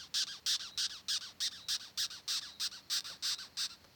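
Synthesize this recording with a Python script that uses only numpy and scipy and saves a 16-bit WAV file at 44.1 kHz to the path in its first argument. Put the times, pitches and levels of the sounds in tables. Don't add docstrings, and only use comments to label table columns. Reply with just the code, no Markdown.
import sys
import numpy as np
from scipy import signal
from scipy.fft import rfft, irfft
from scipy.io import wavfile
from scipy.ndimage import uniform_filter1d

SR = 44100
rng = np.random.default_rng(int(sys.argv[2]) if len(sys.argv) > 2 else 0)


def materialize(psi):
    bounded = np.clip(np.atleast_2d(psi).T, -1, 1)
    quanta = np.round(bounded * 32767).astype(np.int16)
    wavfile.write(sys.argv[1], SR, quanta)


N = 174195

# frequency_hz, relative_db
AIR_COLOUR = [(34, -26), (52, 1.5), (170, 2), (400, -4.5), (2200, -9), (4400, -12), (6000, -15),
              (10000, -25), (17000, -17.5)]
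# pitch_hz, level_db
HUM_TONES = [(87, -77.5), (189, -78.5), (290, -80.5)]
# start_s, length_s, level_db, treble_db, jitter (unevenness of the teeth, 0-1),
# then pitch_hz at each of the three inner RETURN_STAGES
RETURNS = [ (-.04, 0.12, -39.5, 0, 0.056, 1583, 1603, 1147), (0.269, 0.13, -37, 1, .06, 1638, 1610, 1085),
           (.595, 0.12, -36.5, -1, 0.078, 1697, 1472, 1192),
           (.896, 0.12, -38.5, 2, 0.069, 1766, 1437, 1139), (1.209, 0.12, -38, 1.5, 0.064, 1610, 1373, 879),
           (1.512, 0.13, -42, 4, .07, 1886, 1585, 1134), (1.797, 0.12, -41, 4, 0.063, 1520, 1563, 892),
           (2.102, 0.11, -38.5, 4, 0.074, 1481, 1524, 1046), (2.413, 0.125, -39, -2, .08, 1880, 1337, 882),
           (2.714, 0.1, -40, 0, 0.063, 1483, 1517, 995), (3.043, 0.13, -36.5, 5.5, 0.14, 1377, 1512, 944),
           (3.383, 0.1, -38, 1, 0.072, 1565, 1483, 918), (3.693, 0.07, -42.5, -2, .08, 1338, 1398, 1244)]
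RETURN_STAGES = [0, .15, .4, .7, 1]
RETURN_PRESSURE_DB = [-8.5, -7.5, -8.5, -11, -19.5]
# start_s, end_s, level_db, treble_db, jitter, then pitch_hz at each of the five PUSH_STAGES
PUSHES = [ (0.1412, 0.24, -25, 0, 0.17, 1046, 1487, 1700, 1410, 1117),
          (0.4621, .565, -24.5, 3, 0.14, 1175, 1600, 1846, 1216, 957),
          (0.776, 0.868, -26, -1.5, 0.13, 1147, 1585, 1637, 1460, 1370),
          (1.084, 1.181, -26, -1.5, 0.11, 1190, 1641, 1687, 1265, 582),
          (1.404, 1.483, -27.5, 1, 0.11, 1250, 1738, 2004, 1790, 1580),
          (1.685, 1.768, -26.5, 4, 0.18, 1185, 1617, 1693, 1284, 805),
          (1.975, 2.061, -26.5, 3.5, 0.12, 1040, 1598, 1740, 1267, 505),
          (2.279, 2.396, -26.5, 1.5, 0.19, 1050, 1452, 1350, 1174, 589),
          (2.599, 2.679, -27, 1.5, 0.141, 707, 1414, 1555, 1292, 506),
          (2.9, 2.998, -25, 3, 0.18, 492, 1519, 1570, 1107, 287.6),
          (3.225, 3.349, -26, -1, 0.16, 564, 1585, 1360, 1190, 498),
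          (3.571, 3.669, -27.5, -3.5, 0.15, 662, 1369, 1558, 982, 299)]
PUSH_STAGES = [0, .25, .6, .85, 1]
PUSH_PRESSURE_DB = [-2, -1.14, -1.23, -0.64, -3]
# start_s, level_db
SLIPS = [(2.065, -29.5), (3.007, -25.5)]
# frequency_hz, early_db, late_db
SHELL_COLOUR = [(200, -22.5, -16.5), (720, -26, -22.5), (1600, -12, -8), (2205, -21, -15.5),
                (2847, -8.5, -8.5), (3335, -2.5, -14), (3530, 0.5, 1), (4700, -1, 2.5), (5700, -0.5, -1),
                (6170, -8.5, -7), (6900, -12.5, -19.5), (7240, -13.5, -7.5), (8625, -14.5, -9),
                (9490, -23.5, -26.5), (10730, -29.5, -25.5), (11960, -23.5, -18), (14700, -33, -21),
                (17400, -20, -17.5)]
# frequency_hz, t60_s
ECHO_DECAY = [(500, 0.17), (6000, 0.083), (16000, 0.12)]
# time_s, level_db
TRILL_LEVELS = [(1.5, -75), (2.6, -67.5), (3.9, -69)]
# start_s, length_s, level_db
CHIRPS = [(.69, 0.13, -57.5), (1.576, .11, -58), (2.431, 0.17, -58.5), (3.33, 0.11, -55.5)]
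# start_s, decay_s, level_db
RUSTLES = [(3.099, 0.022, -53), (3.843, 0.011, -52)]
# frequency_hz, relative_db
RUSTLE_COLOUR = [(300, 1), (520, 11.5), (1100, -1), (2500, -7.5), (5000, -2), (16000, -32)]

SHIFT_S = (0.77, 4.02)
RETURN_START_HZ, RETURN_END_SHARE = 1006.4, 0.49
TAIL_BASS_DB, TAIL_BASS_HZ = 12.5, 1000
LIGHT_START_DB_PER_OCTAVE, USUAL_START_HZ = 2, 1130
TREBLE_HZ, TREBLE_CREST = 9400, (0.2, 0.44)
TREBLE_SWELL_DB, TREBLE_FADE_DB = -37, -24
ROUGH_PATCHES = .45


def amp(db):
    return 10 ** (np.asarray(db) / 20)


def unit(x):
    return x / np.sqrt(np.mean(x ** 2) + 1e-20)


def read_curve(points, hz):
    knots_hz, values = np.transpose(points)
    return np.interp(np.log(hz + 1), np.log(knots_hz + 1), values)


def noise(colour):
    gain = amp(read_curve(colour, np.fft.rfftfreq(N, 1 / SR)))
    return unit(irfft(rfft(rng.standard_normal(N)) * gain, N))


def fuzzy_tone(hz, width_hz):
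    band = np.exp(-2 * ((np.fft.rfftfreq(N, 1 / SR) - hz) / width_hz) ** 2)
    return unit(irfft(rfft(rng.standard_normal(N)) * band, N))


def shelf(x, db, hz, side):
    band = signal.sosfiltfilt(signal.butter(3, hz, side, fs=SR, output="sos"), x + 1e-12)
    return x + (amp(db) - 1) * band


def progress(start, length):
    return np.clip((np.arange(N) / SR - start) / length, 0, 1)


def clicks(times, gains, half_width=8):
    index = np.floor(times * SR).astype(int)[:, None] + np.arange(-half_width, half_width + 1)
    offset = index - times[:, None] * SR
    pulses = gains[:, None] * np.sinc(offset) * np.sinc(offset / (half_width + 1))
    inside = (index >= 0) & (index < N)
    return np.bincount(index[inside], pulses[inside], N)


def night_air():
    hiss = amp(-64) * noise(AIR_COLOUR)
    return hiss + sum(amp(db) * fuzzy_tone(hz, width_hz=11.0) for hz, db in HUM_TONES)


def scrape(start, length, db, rates, stages, pressure_db, jitter,
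           uneven_db, double_share, double_db, waver, count=320):
    spacing, tooth_size, drift, patch = rng.standard_normal((4, count))
    chance, lag = rng.random((2, count))
    share = np.linspace(0, 1, count)
    travel = np.cumsum(np.interp(share, stages, rates)) * length / count
    roughness = unit(np.exp(ROUGH_PATCHES * unit(uniform_filter1d(patch, size=16))))
    gaps = np.exp(jitter * roughness * spacing + waver * unit(uniform_filter1d(drift, size=12)))
    teeth = np.cumsum(gaps / gaps.mean())
    teeth -= teeth[0]
    twice = chance < double_share * roughness
    second_catches = teeth + gaps * (.3 + .4 * lag)
    places = np.r_[teeth, second_catches[twice]]
    tooth_db = uneven_db * tooth_size
    catch_db = np.r_[tooth_db, double_db + tooth_db[twice]]
    crossed = places < travel[-1]
    catch_share = np.interp(places[crossed], travel, share)
    gains = amp(db + catch_db[crossed] + np.interp(catch_share, stages, pressure_db))
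    return clicks(start + catch_share * length, gains)


def return_stroke(start, length, db, treble_db, jitter, *inner_rates):
    rates = [RETURN_START_HZ, *inner_rates, RETURN_END_SHARE * inner_rates[-1]]
    teeth = scrape(start, length, db, rates, RETURN_STAGES, RETURN_PRESSURE_DB, jitter,
                   uneven_db=1.55, double_share=0.063, double_db=-12.5, waver=0.034)
    ending = progress(start, length) ** 2
    teeth = shelf(teeth, treble_db * (1 - ending), TREBLE_HZ, "high")
    return shelf(teeth, TAIL_BASS_DB * ending, TAIL_BASS_HZ, "low")


def gentle_catch(teeth, bass_db, corner_hz):
    bass = signal.lfilter(*signal.butter(1, corner_hz, fs=SR), teeth)
    return teeth + (amp(bass_db) - 1) * bass


def shell_ring(teeth, colour, size=2048):
    log_gain = np.log(amp(read_curve(colour, abs(np.fft.fftfreq(size, 1 / SR)))))
    spectrum = np.exp(np.conj(signal.hilbert(log_gain)))
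    ring = np.fft.ifft(spectrum).real[:size // 2]
    return signal.oaconvolve(teeth, ring / abs(ring).max())[:N]


def push_stroke(start, end, db, treble_db, jitter, *rates):
    pressure_db = np.array(PUSH_PRESSURE_DB, float)
    pressure_db[0] += LIGHT_START_DB_PER_OCTAVE * np.log2(rates[0] / USUAL_START_HZ)
    teeth = scrape(start, end - start, db, rates, PUSH_STAGES, pressure_db, jitter,
                   uneven_db=0.62, double_share=0.15, double_db=-7.5, waver=0.0582)
    past_crest = progress(start, end - start) - np.interp(start, SHIFT_S, TREBLE_CREST)
    arch_db = np.where(past_crest < 0, TREBLE_SWELL_DB, TREBLE_FADE_DB) * past_crest ** 2
    return shelf(close_reflection(teeth), treble_db + arch_db, TREBLE_HZ, "high")


def close_reflection(teeth):
    delay = round(rng.uniform(.0002, .0006) * SR)
    treble = signal.sosfiltfilt(signal.butter(2, TREBLE_HZ, "high", fs=SR, output="sos"), teeth + 1e-12)
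    return teeth + .4 * np.roll(treble, delay)


def beetle():
    returns = sum(return_stroke(*row) for row in RETURNS)
    returns = gentle_catch(returns, bass_db=15.0, corner_hz=1810)
    pushes = sum(push_stroke(*row) for row in PUSHES)
    slip_s, slip_db = np.transpose(SLIPS)
    teeth = pushes + returns + clicks(slip_s, amp(slip_db))
    teeth = signal.lfilter(*signal.butter(2, 140, "high", fs=SR), teeth)
    colour = np.array(SHELL_COLOUR)
    early, late = shell_ring(teeth, colour[:, [0, 1]]), shell_ring(teeth, colour[:, [0, 2]])
    shift = np.interp(np.arange(N) / SR, SHIFT_S, [0, 1])
    return (1 - shift) * early + shift * late


def nearby_echo(squeaks, echo_db, size=8192):
    hz, seconds, spectra = signal.stft(rng.standard_normal(size), SR, nperseg=256)
    decay = amp(-60 * seconds / read_curve(ECHO_DECAY, hz)[:, None])
    tail = signal.istft(spectra * decay, SR)[1][:size]
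    return amp(echo_db) * signal.oaconvolve(squeaks, tail / np.linalg.norm(tail))[:N]


def far_insects():
    t = np.arange(N) / SR
    chorus = unit(fuzzy_tone(4280, width_hz=460) + amp(-2.0) * fuzzy_tone(4800, width_hz=1800))
    trill = amp(np.interp(t, *np.transpose(TRILL_LEVELS))) * chorus
    chirp_envelope = sum(amp(db) * np.sqrt(abs(np.sin(np.pi * progress(start, length))))
                         for start, length, db in CHIRPS)
    return trill + chirp_envelope * fuzzy_tone(3916, width_hz=310)


def rustles():
    t = np.arange(N) / SR
    envelope = sum(amp(db) * (t > start) * np.exp(-((t - start) / decay) ** 2)
                   for start, decay, db in RUSTLES)
    grain_db = 3.4 * unit(uniform_filter1d(rng.standard_normal(N), size=80))
    return envelope * unit(amp(grain_db)) * noise(RUSTLE_COLOUR)


def scene():
    squeaks = beetle()
    return (squeaks + nearby_echo(squeaks, echo_db=-11.5) + far_insects() + rustles() + night_air())[None]


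def record(dry):
    lowpass = signal.firwin(511, 17350, window=("kaiser", 9), fs=SR)
    return signal.oaconvolve(dry, lowpass[None], "same")


dry = scene()
out = record(dry)
materialize(out)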